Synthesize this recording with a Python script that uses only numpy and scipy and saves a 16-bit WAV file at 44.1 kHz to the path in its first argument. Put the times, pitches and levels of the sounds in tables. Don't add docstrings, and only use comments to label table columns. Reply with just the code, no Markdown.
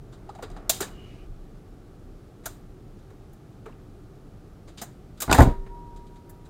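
import sys
import numpy as np
from scipy import signal
from scipy.fft import rfft, irfft
from scipy.io import wavfile
from scipy.ndimage import uniform_filter1d

SR = 44100
rng = np.random.default_rng(int(sys.argv[2]) if len(sys.argv) > 2 else 0)


def wav_out(sig):
    wavfile.write(sys.argv[1], SR, np.round(np.clip(np.atleast_2d(sig).T, -1, 1) * 32767).astype(np.int16))


N = 286297


def from_db(db):
    return 10 ** (np.asarray(db) / 20)


def rms_one(x):
    return x / np.sqrt(np.mean(x ** 2) + 1e-20)


def peak_one(x):
    return x / np.abs(x).max()


def in_time(rows, outside=None):
    times_s, *columns = np.transpose(rows)
    return [np.interp(np.arange(N) / SR, times_s, column, outside, outside) for column in columns]


def band(x, low_hz, high_hz):
    return signal.sosfilt(signal.butter(2, [low_hz, high_hz], "band", fs=SR, output="sos"), x)


def resonance(x, hz, width_hz):
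    r = np.exp(-np.pi * width_hz / SR)
    zeros = np.array([1, 0, -1]) * (1 - r * r) / 2
    return signal.lfilter(zeros, [1, -2 * r * np.cos(2 * np.pi * hz / SR), r * r], x)


def double_resonance(x, hz, width_hz):
    return resonance(resonance(x, hz, width_hz), hz, width_hz)


def ring(clicks, hz, t60_s):
    r, w = from_db(-60 / (t60_s * SR)), 2 * np.pi * hz / SR
    return signal.lfilter([0, np.sin(w)], [1, -2 * r * np.cos(w), r * r], clicks + 1e-18)


def swells(rows, rise_s):
    t = np.arange(N) / SR
    dying = sum(from_db(2 * (db - 60 * np.maximum(t - s, 0) / t60_s)) * (t >= s) for s, db, t60_s in rows)
    smooth = np.exp(-1 / (rise_s * SR))
    return signal.lfilter([1 - smooth], [1, -smooth], dying + 1e-18)


# [dB, drive of the push]
LANDING = [(5.279, -21.5), (5.295, -17), (5.315, -14.5), (5.327, -10.5), (5.348, -18.5), (5.386, -6),
           (5.391, -2.5), (5.401, -1), (5.407, -3.5), (5.42, -15.5), (5.461, -14.5), (5.473, -13.5)]
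# [s, capped at LONGEST_THUD_S]
PLINTH = [(65.4, -4.5, 0.1), (118.7, -4.5, 0.095), (182, -14.5, 0.081), (253.6, -6.5, 0.099),
          (307, -14.5, 0.13), (411, -11, 0.031), (456, -26, .05), (640, -16.5, 0.095), (714, -9, 0.041),
          (791, -10, 0.073), (836, -4, 0.025), (915, -9, 0.034), (1038, -11, 0.076), (1193, -8.5, 0.029),
          (1470, -15.5, 0.059), (1670, -12.5, 0.018), (2100, -15.5, .02)]
# pitch_hz [Hz], level_db [dB], t60_s [s]
PLATTER = [(388, -47, 2.5), (1820, -59, .8)]
FIRST_SOFT_MS, SOFT_DOUBLES_S = 0.25, 0.07
LONGEST_THUD_S = .09
STRENGTH_SPREAD_DB = 3.26


def landing():
    pushes = np.zeros((len(PLINTH), N))
    strengths_db = rng.normal(0, STRENGTH_SPREAD_DB, (len(LANDING), len(PLINTH)))
    signs = rng.choice([-1, 1], strengths_db.shape)
    first_s = LANDING[0][0]
    for (start_s, level_db), strength_db, sign in zip(LANDING, strengths_db, signs):
        soft_ms = FIRST_SOFT_MS * 2 ** ((start_s - first_s) / SOFT_DOUBLES_S)
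        push = np.hanning(round(soft_ms * SR / 1000) + 2)
        drives = sign * from_db(level_db + strength_db)
        pushes[:, round(start_s * SR):][:, :len(push)] += np.outer(drives, push / push.sum())
    thud = sum(from_db(db) * ring(push, hz, min(t60_s, LONGEST_THUD_S))
               for push, (hz, db, t60_s) in zip(pushes, PLINTH))
    hardest_s, _ = max(LANDING, key=lambda row: row[1])
    hardest = np.zeros(N)
    hardest[round(hardest_s * SR)] = 1
    return thud + sum(from_db(db) * ring(hardest, hz, t60_s) for hz, db, t60_s in PLATTER)


SHUDDER_DB = -12
SHUDDER_RISE_S, SHUDDER_T60_S = 0.008, 0.16
SHUDDER_LOW_HZ, SHUDDER_TOP_HZ = 45, 410


def shudder():
    touches = [(start_s, level_db, SHUDDER_T60_S) for start_s, level_db in LANDING]
    stirred = np.sqrt(swells(touches, SHUDDER_RISE_S))
    rumbling = rms_one(band(rng.standard_normal(N), SHUDDER_LOW_HZ, SHUDDER_TOP_HZ))
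    return from_db(SHUDDER_DB) * stirred * rumbling


# [s, where the depth is down to 1/e]
RING_DIPS = [(5.6, 16, 0.04), (5.675, 19, 0.031), (6.09, 10, 0.025), (6.24, 8, 0.03)]
RING_HZ, RING_START_S, RING_T60_S = 950, 5.45, 2.37
RING_DB = -38.5
WAVER_HZ, WAVER_PER_S, WAVER_TOP_S = 3.5, 3.1, 5.8


def turning_ring():
    t = np.arange(N) / SR
    dips_db = sum(depth_db * np.exp(-((t - s) / half_s) ** 2) for s, depth_db, half_s in RING_DIPS)
    level_db = RING_DB - 60 * (t - RING_START_S) / RING_T60_S - dips_db
    hz = RING_HZ + WAVER_HZ * np.cos(2 * np.pi * WAVER_PER_S * (t - WAVER_TOP_S))
    tone = np.sqrt(2) * np.sin(2 * np.pi * np.cumsum(hz) / SR)
    return from_db(level_db) * (t > RING_START_S) * tone


# [ms, decay time of the rattle]
CONTACTS = [(0.123, -47.5, -62.5, -6, 1520, 17), (0.29, -31, -60.5, -8.5, 810, 4.3),
            (0.299, -38.5, -65, -6, 1194, 2.8), (0.349, -36.5, -61, -4, 770, 6.4),
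            (0.386, -31, -66, -5, 723, 5.5), (0.423, -26, -46, -1, 443, 8.6),
            (0.432, -36, -56.5, -12, 1300, 11), (0.500, -41.5, -57.5, -1.5, 730, 2.4),
            (0.512, -58, -64, -5, 1220, 5.6), (0.562, -33.5, -61.5, -8.5, 663, 9.9),
            (0.694, -16.5, -17, 3, 640, 7.2), (0.804, -18.5, -30, 5, 404, 7.8),
            (0.815, -23.5, -35, -3, 1680, 16), (2.434, -44.5, -63, -4, 1900, 37),
            (2.456, -28, -34.5, 6.5, 1476, 7.8), (2.461, -30.5, -43, 3, 680, 6.5),
            (2.988, -53, -71, -7, 500.6, 6.5), (3.101, -42, -71, 2, 422, 7.2),
            (3.330, -49, -63.5, 7, 758, 5.6), (3.657, -31, -63, 0, 423, 7.7),
            (3.678, -40, -77, -5, 600, 9.4), (3.692, -50, -78, -5.5, 990, 3),
            (3.723, -56, -83, -3, 2620, 2.7), (4.674, -44.5, -60.5, -6, 497, 20),
            (4.773, -42.5, -50, -7.5, 1410, 25), (4.814, -27.5, -37, 7, 714, 11.8),
            (5.172, -50.5, -61, -4, 1400, 11.6), (5.202, -33.5, -34, 6, 1510, 7.2),
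            (5.217, -25, -26.5, 4, 1140, 10.3), (5.296, -16, -48.5, -11, 830, 11),
            (5.312, -15.5, -26, -4, 1440, 2.3), (5.326, -13.5, -17.5, 0, 2520, 3.1),
            (5.343, -12.5, -31, 7, 1760, 13), (5.378, -14.5, -33, 0, 754, 24),
            (5.403, -11.5, -32.5, 4.5, 1675, 5.36), (5.417, -17, -34, 2, 940, 15),
            (5.662, -39, -71, -6, 430, 8.5), (5.960, -51.5, -61.5, -4, 1200, 8),
            (6.065, -58, -68.5, -6, 647, 9.3), (6.155, -51, -69, -7, 1200, 11),
            (6.293, -51, -57.5, 12.5, 1740, 6.9), (6.448, -51, -65, -2.5, 1500, 16)]
# level_db [dB under the rattle], t60_s [s]
TAILS = [(-10.5, 0.43), (-10.5, 0.35), (-11.5, 0.28), (-18, 0.34)]
# [dB, relative to the direct contact sound]
DECK = [(3900, 500, 4), (4860, 400, 5), (6280, 500, 1), (7100, 600, 6), (8380, 700, 2)]
RANGES_HZ = [(130, 1800), (1800, 5000), (5000, 10000), (10000, 16500)]
RISE_MS, RISE_SLOWS_MS_PER_DB = 0.15, 0.18
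TICK_LIFT_DB = 1
KNOCK_Q = 5.5
HOLLOW_MS = 4.1
TAIL_RISE_MS = 1.9


def contacts():
    out, t = np.zeros(N + SR), np.arange(SR // 5) / SR
    tail_rise = 1 - np.exp(-1000 * t / TAIL_RISE_MS)
    tails = [from_db(db - 60 * t / t60_s) * tail_rise for db, t60_s in TAILS]
    for start_s, knock_db, rattle_db, bright_db, pitch_hz, length_ms in CONTACTS:
        peaks_db = [knock_db, rattle_db - bright_db, rattle_db + TICK_LIFT_DB, rattle_db + bright_db]
        rise_ms = RISE_MS - RISE_SLOWS_MS_PER_DB * knock_db
        shape = peak_one((1 - np.exp(-1000 * t / rise_ms)) * np.exp(-1000 * t / length_ms))
        impacts = rng.standard_normal((5, len(t))) * from_db(1.5 * rng.standard_normal(len(t)))
        parts = []
        for noise, tail, edges_hz in zip(impacts, tails, RANGES_HZ):
            rattle = noise * np.hypot(shape, tail)
            parts.append(peak_one(band(band(rattle, *edges_hz), *edges_hz)))
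        hollow = peak_one(double_resonance(impacts[4] * shape, pitch_hz, pitch_hz / KNOCK_Q))
        share = min(HOLLOW_MS / length_ms, 1)
        parts[0] = share * hollow + (1 - share) * parts[0]
        out[round(start_s * SR):][:len(t)] += sum(from_db(db) * part for part, db in zip(parts, peaks_db))
    direct = out[:N] + 1e-18
    return direct + sum(from_db(db) * resonance(direct, hz, width_hz) for hz, width_hz, db in DECK)


# time_s [s], whine_db [dB rms], rub_db [dB rms]
SLIDE = [(.87, -78, -53), (.91, -66, -73), (.96, -59, -64), (1.05, -59.5, -62.5), (1.11, -65, -61),
         (1.14, -77, -62), (1.24, -71, -66), (1.27, -90, -75)]
# [dB, relative to each other]
SLIDE_RINGS = [(2500, 550, 18.5), (3870, 630, 0), (4585, 540, -13)]
WHINE_HZ, WHINE_WIDTH_HZ = 2880, 190


def slide():
    grains = rng.standard_normal(N) * from_db(3 * rng.standard_normal(N))
    whine = double_resonance(grains, WHINE_HZ, WHINE_WIDTH_HZ)
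    rub = sum(from_db(db) * resonance(grains, hz, width_hz) for hz, width_hz, db in SLIDE_RINGS)
    whine_db, rub_db = in_time(SLIDE, outside=-120)
    return from_db(whine_db) * rms_one(whine) + from_db(rub_db) * rms_one(rub)


CAM_TICKS_PER_S, CAM_TICK_DB, CAM_TICK_MS = 5.0, -72.5, 10.4
CAM_HZ, CAM_WIDTH_HZ = 3700, 3600


def cam_ticks():
    starts = (rng.random(N) < CAM_TICKS_PER_S / SR) * from_db(1.25 * rng.standard_normal(N))
    decay = np.exp(-1000 / (CAM_TICK_MS * SR))
    puffs = signal.lfilter([1], [1, -decay], starts + 1e-18)
    scuff = rms_one(resonance(rng.standard_normal(N), CAM_HZ, CAM_WIDTH_HZ))
    return from_db(CAM_TICK_DB) * puffs * scuff


# start_s [s], level_db [dB, before the rise smooths it], t60_s [s]
DEEP_SWELLS = [(0.45, -36.5, 1.6), (1.08, -41, .6), (1.22, -34, 1.4), (1.7, -43, 1.), (5.27, -30.5, .8),
               (5.38, -17, .75), (5.82, -35.5, 1.2)]
DEEP_HZ, DEEP_WIDTH_HZ = 28.6, 12.3
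DEEP_RISE_S, DEEP_STEADY_DB = 0.043, -49


def deep_noise():
    noise = rng.standard_normal((2, N + SR))
    steady, swelling = double_resonance(noise, DEEP_HZ, DEEP_WIDTH_HZ)[:, SR:]
    evened = swelling / np.sqrt(uniform_filter1d(swelling ** 2, size=SR // 8))
    return from_db(DEEP_STEADY_DB) * rms_one(steady) + np.sqrt(swells(DEEP_SWELLS, DEEP_RISE_S)) * evened


ROOM_T60_S, ROOM_DB = 0.13, -12
ROOM_LOW_HZ, ROOM_DULL_HZ = 300, 3000


def room(x):
    t = np.arange(SR // 2) / SR
    dying = rng.standard_normal(len(t)) * from_db(-60 * t / ROOM_T60_S)
    echoes = band(dying * (t > .004), ROOM_LOW_HZ, ROOM_DULL_HZ)
    return from_db(ROOM_DB) * signal.fftconvolve(x, echoes / np.sqrt(np.sum(echoes ** 2)))[:N]


# [dB per Hz, relative within a range]
COLOUR = [(26, -32), (45, -2), (65, -6.5), (112, -2), (271, -12), (299, -7), (321, -13.5), (363, -7),
          (539, -19), (760, -21.5), (996, -32), (1180, -26.5), (1800, -34.5), (14500, -51.5),
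          (16000, -52.5)]
# time_s [s], rumble_db [dB rms], whirr_db [dB rms]
MOTOR = [(0, -46, -60.5), (.75, -45, -51), (1.0, -44.5, -57.5), (1.3, -48, -60.5), (4.3, -47.5, -60.5),
         (6.49, -47.5, -60.5)]
HISS_DB = -69.5
RUMBLE_TOP_HZ, WHIRR_TOP_HZ = 550, 2200


def background():
    hz = np.fft.rfftfreq(N, 1 / SR)
    colour_hz, colour_db = np.array(COLOUR).T
    gain = np.r_[0, from_db(np.interp(np.log(hz[1:]), np.log(colour_hz), colour_db))]
    low = 1 / (1 + (hz / RUMBLE_TOP_HZ) ** 4)
    below_hiss = 1 / (1 + (hz / WHIRR_TOP_HZ) ** 4)
    rumble, whirr, hiss = [rms_one(irfft(rfft(rng.standard_normal(N)) * gain * share, N))
                           for share in (low, below_hiss - low, 1 - below_hiss)]
    rumble_db, whirr_db = in_time(MOTOR)
    return from_db(rumble_db) * rumble + from_db(whirr_db) * whirr + from_db(HISS_DB) * hiss


def scene():
    thud = landing()
    drop = thud + room(thud) + shudder() + turning_ring()
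    mechanism = contacts() + slide() + cam_ticks()
    return (drop + mechanism + deep_noise() + background())[None]


MIC_LOW_HZ, CUTOFF_HZ = 26.54, 16700
CLIP_LEVEL = .99


def record(dry):
    dry = signal.sosfilt(signal.butter(2, MIC_LOW_HZ, "high", fs=SR, output="sos"), dry)
    clipped = dry / (1 + np.abs(dry / CLIP_LEVEL) ** 8) ** (1 / 8)
    return signal.sosfilt(signal.cheby2(12, 60, CUTOFF_HZ, fs=SR, output="sos"), clipped)


dry = scene()
out = record(dry)
wav_out(out)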